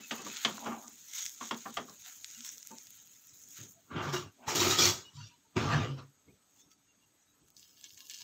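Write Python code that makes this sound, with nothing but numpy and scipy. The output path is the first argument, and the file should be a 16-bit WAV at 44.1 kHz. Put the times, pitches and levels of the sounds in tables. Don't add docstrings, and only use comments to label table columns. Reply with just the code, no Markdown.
import sys
import numpy as np
from scipy import signal
from scipy.fft import rfft, irfft, next_fast_len
from scipy.io import wavfile
from scipy.ndimage import uniform_filter1d

SR = 44100
rng = np.random.default_rng(int(sys.argv[2]) if len(sys.argv) > 2 else 0)


def ratio_of_db(decibels):
    return 10 ** (np.asarray(decibels, float) / 20)


def file_out(sig):
    cols = np.atleast_2d(sig).T
    lim = np.clip(cols, -1, 1)
    pcm = np.round(lim * 32767).astype(np.int16)
    wavfile.write(sys.argv[1], SR, pcm)


N = 362943

# start in seconds, thud in dB, pan ring against it in dB,
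# slap against it in dB, t60 in seconds.
PATS = [(0.0, -49, -10.5, 1, 0.12), (0.109, -36.5, 2, 7.5, 0.19), (0.185, -43, -2.5, -9, 0.28),
        (0.256, -35.5, -4, -27, 0.14), (0.448, -27.5, 0.5, 11.5, 0.1), (0.475, -36, 0.5, -7, 0.21),
        (0.579, -53.5, 17, 2, 0.045), (0.657, -30.5, -1.5, -7, 0.19), (0.718, -40.5, 6.5, -6, 0.1),
        (0.829, -63, 14, -20, 0.176), (1.408, -43, 7, 1.5, 0.16), (1.509, -33, 3, 4, 0.13),
        (1.654, -38, 5.5, -7, 0.13), (1.769, -32, 1.5, 2.5, 0.14), (1.876, -47, 0, -17, 0.17),
        (2.704, -43, -6.5, -34, 0.15)]
# frequency in Hz, width in Hz.
PAN_MODES = [(225, 16), (770, 25), (900, 30), (1180, 63), (1330, 19), (1790, 160), (1960, 43), (2300, 200),
             (2760, 41), (3190, 730)]
# frequency in Hz, density in dB per Hz.
PAT_COLOUR = [(35, -63), (60, -30), (225, -0.5), (509, -10), (955, -1.5), (1180, 0.5), (2260, -22),
              (3300, -20.5), (4000, -26.5), (6440, -28), (9000, -40), (11700, -89)]


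def spatula_pats():
    out = np.zeros(N)
    t = np.arange(SR // 3) / SR
    for s, db, mid_db, slap_db, t60 in PATS:
        modes = [(hz * rng.uniform(0.9, 1.04), width) for hz, width in PAN_MODES]
        blow = signal.oaconvolve(rng.standard_normal(len(t)), body(PAT_COLOUR, modes, lift_db=6.0))[:len(t)]
        low, mid, high = (evened(part) for part in bands(blow, (600, 2000)))
        rise_s = np.clip(0.003 * ratio_of_db(-slap_db), .001, .012)
        thud = low * ratio_of_db(-60 * t / (1.53 * t60)) * np.minimum(t / (rise_s + 0.0099), 1)
        slap = mid * ratio_of_db(mid_db - 60 * t / t60) + high * ratio_of_db(slap_db - 60 * t / (.5 * t60))
        add(out, s, ratio_of_db(db - 2.5) * (thud + slap * np.minimum(t / rise_s, 1)))
    return out


# peak in seconds, level in dB,
# 20 dB rise in seconds, 20 dB fall in seconds, lean in dB.
DRAGS = [
    (0.682, -41, 0.097, 0.17, 1.5),
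    (4.39, -72.5, 0.013, 0.06, 27),
    (4.45, -53.5, 0.073, 0.057, 4.9),
]
# offset in dB, steepness as a factor, share of lean as a factor.
DRAG_LAW = [(-9.5, 0.58, 0.82), (-2, 0.93, 0), (-10.5, 1.7, 0.17)]
# frequency in Hz, density in dB per Hz.
DRAG_COLOUR = [(35, -73.5), (60, -17.5), (160, -15.5), (235, 9), (360, -4), (507, -14.5), (646, -0.5),
               (1190, -9.5), (1800, -32), (2340, -26.5), (3400, -32.5), (4400, -96.5)]


def spatula_drags():
    moves = gestures(DRAGS, DRAG_LAW, (.4, 1.1)) + gestures(DRAGS, DRAG_LAW, (3.8, 5.2))
    return friction(moves, body(DRAG_COLOUR), (500, 1600),
                    per_s=900, spread_db=2.5, hiss=1.2, patchy_db=2.5)


# peak in seconds, level in dB, 20 dB rise in seconds,
# 20 dB fall in seconds, lean in dB.
RUSTLE = [(0.36, -48, -0.93, 1.1, 7), (0.43, -55, -3, 1.55, 12), (1.46, -52.5, 0.66, 0.9, -2),
          (2.07, -53.5, 0.35, 0.4, 5.5), (2.31, -53.5, 0.75, 2, -3), (1.71, -62, -1.04, 1.4, 9.5),
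          (3.44, -63.5, 3.5, -1, -9), (3.52, -61.5, 1.4, 1.05, -12), (3.59, -55.5, 0.22, -0.35, 8),
          (3.655, -55, 1.1, -0.24, -3.5), (6.61, -62, 0.3, 0.06, -2), (7.47, -66, 0.02, 1, -5)]
# offset in dB, steepness as a factor, share of lean as a factor.
RUSTLE_LAW = [(-5.5, 7.7, 0.73), (-1.5, 2.7, 0), (-7.5, 1.8, 0)]
# frequency in Hz, density in dB per Hz.
FOIL_COLOUR = [(530, -47.5), (900, -19.5), (1190, -26.5), (1290, -13.5), (1940, -15.5), (2890, -14),
               (3720, -11), (4560, -10.5), (5460, -2.5), (6000, 2.5), (6610, 10.5), (7920, -4), (9260, -19),
               (12800, -19), (15900, -16)]
# time in seconds, level in dB.
SIZZLE = [(0, -59.5), (0.2, -62), (0.7, -61.5), (1.0, -56.5), (2.7, -59.5), (3.0, -59), (3.35, -66),
          (3.66, -66), (3.74, -72.5), (4.4, -68), (5.4, -73.5), (6.4, -78), (7.5, -81.5)]
# offset at -60 dB in dB, share of the level change as a factor.
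SIZZLE_BANDS = [(-5, 0.59), (-2.5, 1.1), (-6, 1.1)]
# peak in seconds, level in dB, 20 dB rise in seconds,
# 20 dB fall in seconds, lean in dB.
SWISH = [
    (1.1, -54.5, 0.089, 0.106, 0),
    (1.185, -41.5, 0.15, 0.25, 3.5),
    (1.26, -47, 0.063, 0.16, -5),
    (1.44, -48, 0.071, 0.15, 5.5),
    (2.46, -44.5, 0.1, 0.2, -4.5),
    (3.51, -51, 0.038, 0.13, -12),
    (6.61, -68, .06, 0.069, -1.5),
    (6.718, -59, 0.026, 0.044, -4.5),
]
# offset in dB, steepness as a factor, share of lean as a factor.
SWISH_LAW = [(-6, 2.7, 0.68), (-1, 2, 0.2), (-9.5, 1.5, 0.0036)]
# frequency in Hz, width in Hz.
FOIL_HUMPS = [(1070, 50), (2120, 110), (3400, 350), (5600, 630)]
# peak in seconds, level in dB, top against it in dB.
SNAPS = [(0.1558, -55.5, -11.5), (0.2099, -41, -10), (0.2214, -42, -11), (0.249, -42, -11),
         (0.2744, -36, -21), (0.3689, -24, -29), (0.419, -37, -8), (0.5477, -48, -26.5), (0.593, -34, -17),
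         (0.6454, -34, -25), (0.75, -42, -22), (0.825, -42, -25), (0.8565, -46, -28), (0.88, -30.5, -15),
         (1.0545, -48, -17), (1.0983, -40, -15), (1.1357, -28, -17), (1.1568, -35, -22.5),
         (1.1823, -29, -24.5), (1.1994, -36, -19), (1.2206, -32, -18), (1.2551, -23.5, -26),
         (1.263, -20, -23), (1.285, -36, -14), (1.2943, -30, -11), (1.3468, -39.5, -19),
         (1.4544, -32.5, -20), (1.5449, -29, -27), (1.5893, -41, -23), (1.7055, -43.5, -11),
         (1.7419, -33, -13), (1.8961, -37, -24), (2.0522, -50, -14), (2.16, -42, -20.5), (2.2449, -23, -36),
         (2.2929, -38, -23), (2.3024, -36, -23), (2.3118, -33, -20), (2.3481, -36, -18), (2.4066, -31, -25),
         (2.448, -27, -16), (2.464, -33, -17.5), (2.4773, -34, -18), (2.491, -27, -24), (2.5203, -40, -29),
         (2.5807, -33, -27), (2.6284, -31.5, -27), (2.6719, -31.5, -7.5), (2.7138, -36.5, -26),
         (2.7841, -30, -30.5), (2.8698, -36.5, -17), (2.9053, -40.5, -6), (3.073, -42, -9),
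         (3.2715, -47, -2), (3.2946, -40.5, -19), (3.4231, -52, -4), (3.437, -39, -14), (3.4874, -42.5, -2),
         (3.5064, -43, -4), (3.5824, -39, -11.5)]
# peak in seconds, level in dB, top against it in dB.
TICKS = [
    (4.324, -57.5, -3),
    (3.965, -58.5, -10.5),
    (6.707, -53, -16.5),
    (6.716, -46.5, -17),
    (6.732, -52.5, -15),
    (7.035, -61, -16),
]


def foil_wrapper():
    bed = friction(gestures(RUSTLE, RUSTLE_LAW, (0, 7.5), (SIZZLE, SIZZLE_BANDS)),
                   body(FOIL_COLOUR, HUM[4:], lift_db=-1.0), (4500, 9000),
                   per_s=1900, spread_db=3.4, hiss=.8, patchy_db=1.2)
    swish = friction(gestures(SWISH, SWISH_LAW, (0, 7.5)),
                     body(FOIL_COLOUR, FOIL_HUMPS, lift_db=10), (4500, 9000),
                     per_s=1500, spread_db=3.6, hiss=.9, patchy_db=2)
    grip = wander(N, 900, 900)
    crackle = flicker((bed + swish) * ratio_of_db(.8 * grip))
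    return crackle + snaps(SNAPS + TICKS, FOIL_COLOUR, FOIL_HUMPS[1:], lift_db=4)


# peak in seconds, level in dB, 20 dB rise in seconds,
# 20 dB fall in seconds, lean in dB.
DRAWER = [(3.59, -49, 0.012, 0.15, -11), (3.915, -47.5, 0.019, 0.17, 2), (3.98, -39, 0.069, 0.26, 5),
          (4.085, -34.5, 0.2, 0.085, -4.5), (4.135, -39, 0.015, 0.092, 9.5), (4.19, -42.5, 0.05, 0.13, -1),
          (5.569, -31, 0.012, 0.2, 2.5), (5.64, -33.5, 0.076, 0.28, -3.5), (5.74, -31.5, 0.14, 0.16, 3),
          (5.83, -36, 0.097, .13, -1), (5.93, -39, 0.12, 0.11, -16.5), (5.985, -44.5, 0.032, 0.095, -1.5),
          (6.29, -58.5, 0.056, 0.045, -8)]
# offset in dB, steepness as a factor, share of lean as a factor.
DRAWER_LAW = [(-0.5, 1.4, 0.24), (-5, 1.262, 1)]
# frequency in Hz, density in dB per Hz.
DRAWER_COLOUR = [(24, -64.5), (40, -45.5), (83, -1), (140, -2.5), (180, -6), (297, -6.5), (541, -16),
                 (987, -17), (1180, -10.5), (1850, -22.5), (6620, -25), (9400, -49.5), (15900, -53.5)]
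# frequency in Hz, width in Hz.
BOX_MODES = [(130, 71), (355, 40), (1176, 27), (2406, 44), (2750, 36), (3190, 33)]


def drawer_slide():
    opening = gestures(DRAWER, DRAWER_LAW + [(-22, 1.5, .5)], (3.5, 4.5))
    shutting = gestures(DRAWER, DRAWER_LAW + [(-15.5, 1.2, .8)], (5.4, 6.5))
    return friction(opening + shutting, body(DRAWER_COLOUR, BOX_MODES, lift_db=-4.5), (600, 3500, 11800),
                    per_s=1000, spread_db=3.0, hiss=1.33, patchy_db=3.0, air_db=-22.0)


# peak in seconds, level in dB, 20 dB rise in seconds,
# 20 dB fall in seconds, lean in dB.
CUTLERY = [(4.03, -49.5, 0.02, 0.134, -16), (4.092, -48.5, .009, 0.061, -25),
           (4.135, -38, 0.013, 0.11, -21.5), (4.487, -36.5, 0.0176, 0.124, 1.5),
           (4.556, -31.5, .012, 0.21, -5.5), (4.607, -30.5, 0.022, 0.32, -2),
           (4.71, -30, 0.0315, 0.067, -8), (4.792, -25, 0.016, 0.11, -7.5), (4.85, -26, 0.075, 0.099, -6),
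           (4.902, -32.5, .05, 0.028, -6.5), (4.94, -47.5, 0.063, 0.11, -4.5)]
# offset in dB, steepness as a factor, share of lean as a factor.
CUTLERY_LAW = [(-3, 1, 0.73), (-0.1, 1, 1.13), (0.57, 0.96, 0.1)]
# frequency in Hz, density in dB per Hz.
CUTLERY_COLOUR = [(24, -48), (40, -33.5), (96, 3.5), (231, -5.5), (353, -3.5), (541, -8), (1060, -9),
                  (1240, -7.5), (1760, -12), (3370, -11), (4660, -13), (5690, -11), (7130, -11),
                  (9400, -31.5), (15900, -16)]
# frequency in Hz, width in Hz.
STEEL_MODES = [(353, 38), (1270, 14), (1906, 10), (2384, 14), (3004, 8.3), (3377, 21), (3837, 25),
               (4087, 21), (4400, 42), (4914, 21), (5344, 13), (5650, 66), (6156, 26), (6650, 48)]


def cutlery_clash():
    return friction(gestures(CUTLERY, CUTLERY_LAW, (3.8, 5.2)),
                    body(CUTLERY_COLOUR, STEEL_MODES, lift_db=9), (700, 3000, 11800),
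                    per_s=2000, spread_db=1.5, hiss=1.08, patchy_db=2.0, air_db=-13.5)


# peak in seconds, level in dB, 20 dB rise in seconds,
# 20 dB fall in seconds, lean in dB.
NUDGES = [
    (5.165, -50, 0.038, 0.12, -18.5),
    (5.235, -65, 0.15, 0.16, 9),
]
# offset in dB, steepness as a factor, share of lean as a factor.
NUDGE_LAW = [(4, 1.4, 0), (-19, 1.7, 0.69), (-2, 1.4, 1), (1.5, 1.1, 0.46)]


def drawer_nudge():
    return friction(gestures(NUDGES, NUDGE_LAW, (5.1, 5.5)),
                    body(CUTLERY_COLOUR, STEEL_MODES[3:], lift_db=8), (250, 750, 3500, 9000),
                    per_s=900, spread_db=2.5, hiss=1.3, patchy_db=5, air_db=-25)


# start in seconds, level in dB, frequency in Hz, t60 in seconds.
KNOCKS = [(4.134, -42, 1160, 0.12), (4.477, -23.5, 869, 0.107), (4.707, -23, 3810, 0.11),
          (4.787, -20.5, 3373, 0.1), (4.819, -20, 5710, 0.1), (4.852, -20, 6180, 0.11),
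          (4.552, -38.5, 14100, .12), (4.553, -41.5, 7100, .15), (4.554, -35, 9350, .06),
          (4.555, -47.5, 10100, 0.074), (4.556, -41, 11700, .07), (4.604, -26.5, 5900, .06),
          (4.64, -28, 1267, .2), (4.72, -28, 1260, 0.23), (4.79, -23.5, 1244, .12), (4.82, -20, 2366, .06),
          (4.875, -40, 11000, .1), (4.16, -35.5, 2850, 0.12)]
# start in seconds, level in dB, frequency in Hz, t60 in seconds.
BOOMS = [
    (3.991, -35, 348.7, 0.45),
    (4.131, -22, 360.5, 0.158),
    (4.071, -28, 140, 0.36),
    (4.602, -22.5, 347.4, 0.27),
    (5.153, -30, 140, 0.12),
    (5.561, -17.5, 357, 0.083),
    (5.726, -14, 144.5, 0.24),
    (5.799, -12, 114, 0.12),
    (5.88, -23, 136, 0.32),
]


def drawer_knocks(size=12000):
    out, t = np.zeros(N), np.arange(size) / SR
    for s, db, hz, t60 in KNOCKS + BOOMS:
        pair = np.sin(2 * np.pi * hz * t) + .4 * np.sin(2 * np.pi * hz * 1.04 * t)
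        rise = np.minimum(t * hz / 6.9, 1)
        add(out, s, ratio_of_db(db - 1.0 - 60 * t / t60) * pair * rise)
    return out


# peak in seconds, level in dB, 20 dB rise in seconds,
# 20 dB fall in seconds, lean in dB.
GRATING = [
    (7.575, -59.5, 0.028, .15, -3.5),
    (7.64, -61.5, .1, .3, 0.5),
    (7.79, -61.5, 0.13, 0.24, -1.5),
    (7.85, -57.5, 0.047, 0.078, 9.5),
    (7.92, -64, 0.11, 0.44, -7),
    (8.01, -58.5, 0.25, 0.24, 0.5),
    (8.105, -52, 0.026, 0.24, 5.5),
    (8.19, -54, .2, .5, 2.5),
]
# offset in dB, steepness as a factor, share of lean as a factor.
GRATING_LAW = [(-4, 2.3, 0.8), (-4, 0.87, -0.53), (-7.5, 0.64, -0.51)]
# frequency in Hz, density in dB per Hz.
GRATING_COLOUR = [(410, -51), (700, -46), (958, -19), (1290, -25.5), (1640, -21), (2130, -26), (2520, -14),
                  (3730, -14), (6620, -1.5), (9430, -15), (14100, -12), (15900, -10.5)]
PLATE_HZ = [1710, 2200, 2816, 3180, 3455, 3810, 4180, 4600, 5150, 5300, 6000, 6400, 6850, 7700]
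# peak in seconds, level in dB, top against it in dB.
CATCHES = [(7.4844, -47, -8.5), (7.5033, -45.5, -11), (7.5477, -56, -12), (7.5667, -35.5, -27),
           (7.5951, -40, -26), (7.6196, -51, -21.5), (7.6286, -39, -22), (7.6475, -47.5, -23.5),
           (7.6944, -46, -25), (7.7727, -44.5, -19), (7.8116, -39, -11), (7.8416, -28.5, -30.5),
           (7.8624, -44, -20.5), (7.894, -40, -23.5), (7.9054, -38, -25), (7.9234, -48, -13.5),
           (7.9453, -40, -21), (7.9758, -38, -23), (7.9814, -47, -16), (7.9912, -45, -9),
           (8.0052, -31.5, -15), (8.0551, -40.5, -17), (8.0691, -38, -14.5), (8.098, -27.5, -24),
           (8.1107, -33, -15.5), (8.1154, -37, -20), (8.1204, -42, -12), (8.1364, -32, -21),
           (8.1434, -29, -19), (8.1474, -31, -19), (8.1524, -40, -21), (8.1664, -34, -25),
           (8.1764, -38.5, -22.5), (8.1873, -37, -24.5), (8.2072, -32, -28.5), (8.2184, -29.5, -26.5)]


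def grater():
    modes = [(hz, 40) for hz in PLATE_HZ]
    bed = friction(gestures(GRATING, GRATING_LAW, (7.4, 8.24)),
                   body(GRATING_COLOUR, modes, lift_db=15), (4500, 9000),
                   per_s=1000, spread_db=3.1, hiss=.6, patchy_db=2)
    return bed + snaps(CATCHES, GRATING_COLOUR, modes, lift_db=11.0)


# start in seconds, level in dB, frequency in Hz,
# length in seconds.
RINGS = [(0.011, -53, 2600, 0.069), (0.168, -52.5, 2600, 0.049), (0.286, -52, 2558, 0.052),
         (2.054, -62.5, 729.4, 0.053), (2.344, -57, 2820, 0.035), (2.365, -57, 242.6, 0.075),
         (3.753, -67, 679.6, 0.057), (5.035, -56, 2900, 0.073), (5.167, -57, 977.7, 0.048),
         (5.194, -57.5, 2810, 0.069), (5.01, -79.5, 4500, 0.087), (5.166, -57, 4500, .1),
         (5.25, -74, 3000, 0.15), (5.441, -68.5, 900, .04), (8.2, -67.5, 950, 0.028),
         (5.299, -67, 971.5, 0.063), (6.28, -66, 2176, 0.023), (6.291, -68.5, 2455, 0.03),
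         (6.574, -67, 3455, 0.064), (6.596, -68.5, 3625, .06), (6.587, -66, 6393, .06),
         (6.61, -73, 5468, 0.067), (6.703, -69, 4653, .045), (6.71, -70, 5499, .025),
         (6.712, -67, 6500, 0.04), (6.871, -72, 2800, .06), (7.004, -71.5, 2800, .055),
         (7.209, -70, 5900, .035), (7.3, -71, 6500, .06), (7.03, -71, 7765, 0.022),
         (2.706, -50.5, 892.8, 0.039), (6.7, -71, 1293, 0.044), (7.261, -70.5, 3860, 0.07),
         (7.965, -70.5, 1048, 0.1)]


def faint_rings():
    out = np.zeros(N)
    for s, db, hz, length in RINGS:
        t = np.arange(0, length, 1 / SR)
        waver = wander(len(t), 300)
        phase = 2 * np.pi * np.cumsum(hz + (9 + .005 * hz) * waver) / SR
        tone = np.sin(phase) * ratio_of_db(1.5 * waver[::-1])
        add(out, s, ratio_of_db(db) * tone * signal.windows.tukey(len(t), .6))
    return out


# frequency in Hz, density in dB per Hz.
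FLOOR_COLOUR = [(15, -40.5), (25, -15), (102, 2.5), (248, 1), (529, -7.5), (1290, -10), (5900, -19.5),
                (6520, -11.5), (7260, -25), (7880, -10.5), (9260, -25), (12500, -17), (15900, -28.5)]
# frequency in Hz, width in Hz.
HUM = [(6600, 219.7), (6900, 120), (286, 9.2), (1293, 12), (6900, 2000)]


def kitchen():
    hush = signal.oaconvolve(rng.standard_normal(N), body(FLOOR_COLOUR, HUM, lift_db=11))[:N]
    return ratio_of_db(-71) * evened(patches(hush, patchy_db=2.5))


def room(x, t60=0.16):
    t = np.arange(SR // 3) / SR
    echoes = rng.choice([-1., 1.], len(t)) * (rng.random(len(t)) < 2000 / SR)
    tail = echoes * ratio_of_db(-60 * t / t60) * (t > .004)
    return signal.oaconvolve(x, tail / np.linalg.norm(tail))[:N]


def gestures(rows, law, span, bed=None):
    t = np.arange(*span, .004)
    s, db, rise, fall, lean = np.transpose(rows)[:, :, None]
    down = 20 * np.maximum((s - t) / abs(rise), (t - s) / abs(fall)) ** 1.476
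    power = np.array([ratio_of_db(2 * (db + offset - steep * down + share * lean)).sum(0)
                      for offset, steep, share in law])
    if bed:
        levels, bed_bands = bed
        change = np.interp(t, *np.transpose(levels)) + 60
        power = power + [ratio_of_db(2 * (offset + share * change - 60)) for offset, share in bed_bands]
    return [np.transpose([t, *(10 * np.log10(power + 1e-30))])]


def friction(tables, response, edges_hz, per_s, spread_db, hiss, patchy_db, air_db=None):
    out = np.zeros(N)
    for rows in tables:
        s, *columns = np.transpose(rows)
        if air_db is not None:
            columns.append(columns[-1] + air_db)
        t = np.arange(s[0], s[-1], 1 / SR)
        noise = rng.standard_normal(len(t))
        sizes = ratio_of_db(spread_db * np.minimum(rng.exponential(1, len(t)), 4))
        slips = (rng.random(len(t)) < per_s / SR) * sizes * np.sign(noise)
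        driven = signal.oaconvolve(evened(slips) + hiss * noise, response)[:len(t)]
        parts = bands(patches(driven, patchy_db), edges_hz)
        mix = sum(ratio_of_db(np.interp(t, s, db)) * evened(part) for db, part in zip(columns, parts))
        add(out, s[0], mix * signal.windows.tukey(len(t), .02 * SR / len(t)))
    return out


def snaps(rows, colour, peaks, lift_db, size=2000):
    out, t = np.zeros(N), np.arange(size) / SR
    shape = np.exp(-((t - .0005) / .00022) ** 2) + ratio_of_db(-24 - 60 * t / .04)
    crack = 2.5 * signal.unit_impulse(size, idx=20)
    flat = [(hz, .6 * db) for hz, db in colour]
    for s, db, top_db in rows:
        spot = [(hz * rng.uniform(.95, 1.05), width) for hz, width in peaks]
        tear = shape * rng.standard_normal(size) + crack
        click = signal.oaconvolve(tear, body(flat, spot, lift_db, size=2048))[:size]
        main, top = (part / abs(part).max() for part in bands(click, (1400, 9000))[1:])
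        add(out, s, ratio_of_db(db) * (main + ratio_of_db(top_db + 9.5) * top))
    return out


def flicker(x, top_db=2.5, edge_hz=9200):
    low, top = bands(x, (edge_hz,))
    return low + top * ratio_of_db(top_db * wander(N, 700, 700) + 0.04)


def patches(x, patchy_db):
    z = signal.stft(x, nperseg=512)[2]
    field = rng.standard_normal(z.shape[::-1]).T
    field = uniform_filter1d(uniform_filter1d(field, size=4, axis=0), size=10, axis=1)
    return signal.istft(z * ratio_of_db(patchy_db * evened(field)), nperseg=512)[1][:len(x)]


def body(colour, peaks=(), lift_db=0, size=4096):
    hz = np.abs(np.fft.fftfreq(size, 1 / SR))
    humps = sum(1 / (1 + (2 * (hz - f) / width) ** 2) for f, width in peaks)
    gain = ratio_of_db(np.maximum(read(colour, hz), -90)) * np.sqrt(1 + ratio_of_db(2 * lift_db) * humps)
    return np.fft.ifft(np.exp(np.conj(signal.hilbert(np.log(gain))))).real[:size // 2]


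def bands(x, edges_hz):
    size = next_fast_len(len(x), True)
    hz, z = np.fft.rfftfreq(size, 1 / SR), rfft(x, size)
    below = [0] + [1 / (1 + (hz / f) ** 12) for f in edges_hz] + [1]
    return [irfft(z * (b - a), size)[:len(x)] for a, b in zip(below, below[1:])]


def read(points, hz):
    f, value = np.transpose(points)
    return np.interp(np.log(hz + 1), np.log(f + 1), value)


def wander(count, *sizes):
    x = rng.standard_normal(count)
    for size in sizes:
        x = uniform_filter1d(x, size=size)
    return evened(x)


def evened(x):
    return x / np.sqrt(np.mean(x ** 2) + 1e-20)


def add(mix, s, sound):
    part = mix[max(round(s * SR), 0):][:len(sound)]
    part += sound[:len(part)]


def scene():
    drawer = drawer_slide() + drawer_nudge() + cutlery_clash() + drawer_knocks()
    near = spatula_pats() + spatula_drags() + drawer + faint_rings()
    hush = ratio_of_db(5.5) * flicker(kitchen())
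    return np.tile(near + ratio_of_db(-9.5) * room(near) + foil_wrapper() + grater() + hush, (2, 1))


def gate(x, over_db=4, depth_db=5):
    z = signal.stft(x, nperseg=512, noverlap=384)[2]
    power = uniform_filter1d(uniform_filter1d(abs(z) ** 2, size=9, axis=1), size=3, axis=0) + 1e-20
    floor = ratio_of_db(2 * over_db) * np.percentile(power, 15, axis=1)[:, None]
    keep = np.sqrt(np.maximum(1 - floor / power, ratio_of_db(-2 * depth_db)))
    return signal.istft(z * keep, nperseg=512, noverlap=384)[1][:len(x)]


def low_pass(x):
    return signal.sosfilt(signal.butter(12, 16510, fs=SR, output="sos"), x)


# frequency in Hz, gain in dB.
PORT = [(8000, -0.77), (9000, -2.5), (9350, -6.5), (9800, -3), (11100, -4.5), (11600, -5.5), (12200, 2.5)]
# frequency in Hz, side against mid in dB.
WIDTH = [(60, -73), (2380, -67.5), (4400, -35.5), (7400, -36), (8800, -10.5), (11400, -8), (12600, -19),
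         (15000, -18.5)]


def record(dry):
    mid = signal.sosfilt(signal.butter(3, 22, "high", fs=SR, output="sos"), dry[0])
    mid = signal.oaconvolve(mid, signal.firwin(511, 15700, window=("kaiser", 9), fs=SR), "same")
    mid = gate(signal.oaconvolve(mid, body(PORT, size=512))[:N])
    smear = rng.standard_normal(300) / np.sqrt(300)
    side = signal.oaconvolve(mid, np.convolve(smear, body(WIDTH, size=512)))[:N]
    return low_pass(mid + side * np.array([[1], [-1]]))


dry = scene()
out = record(dry)
file_out(out)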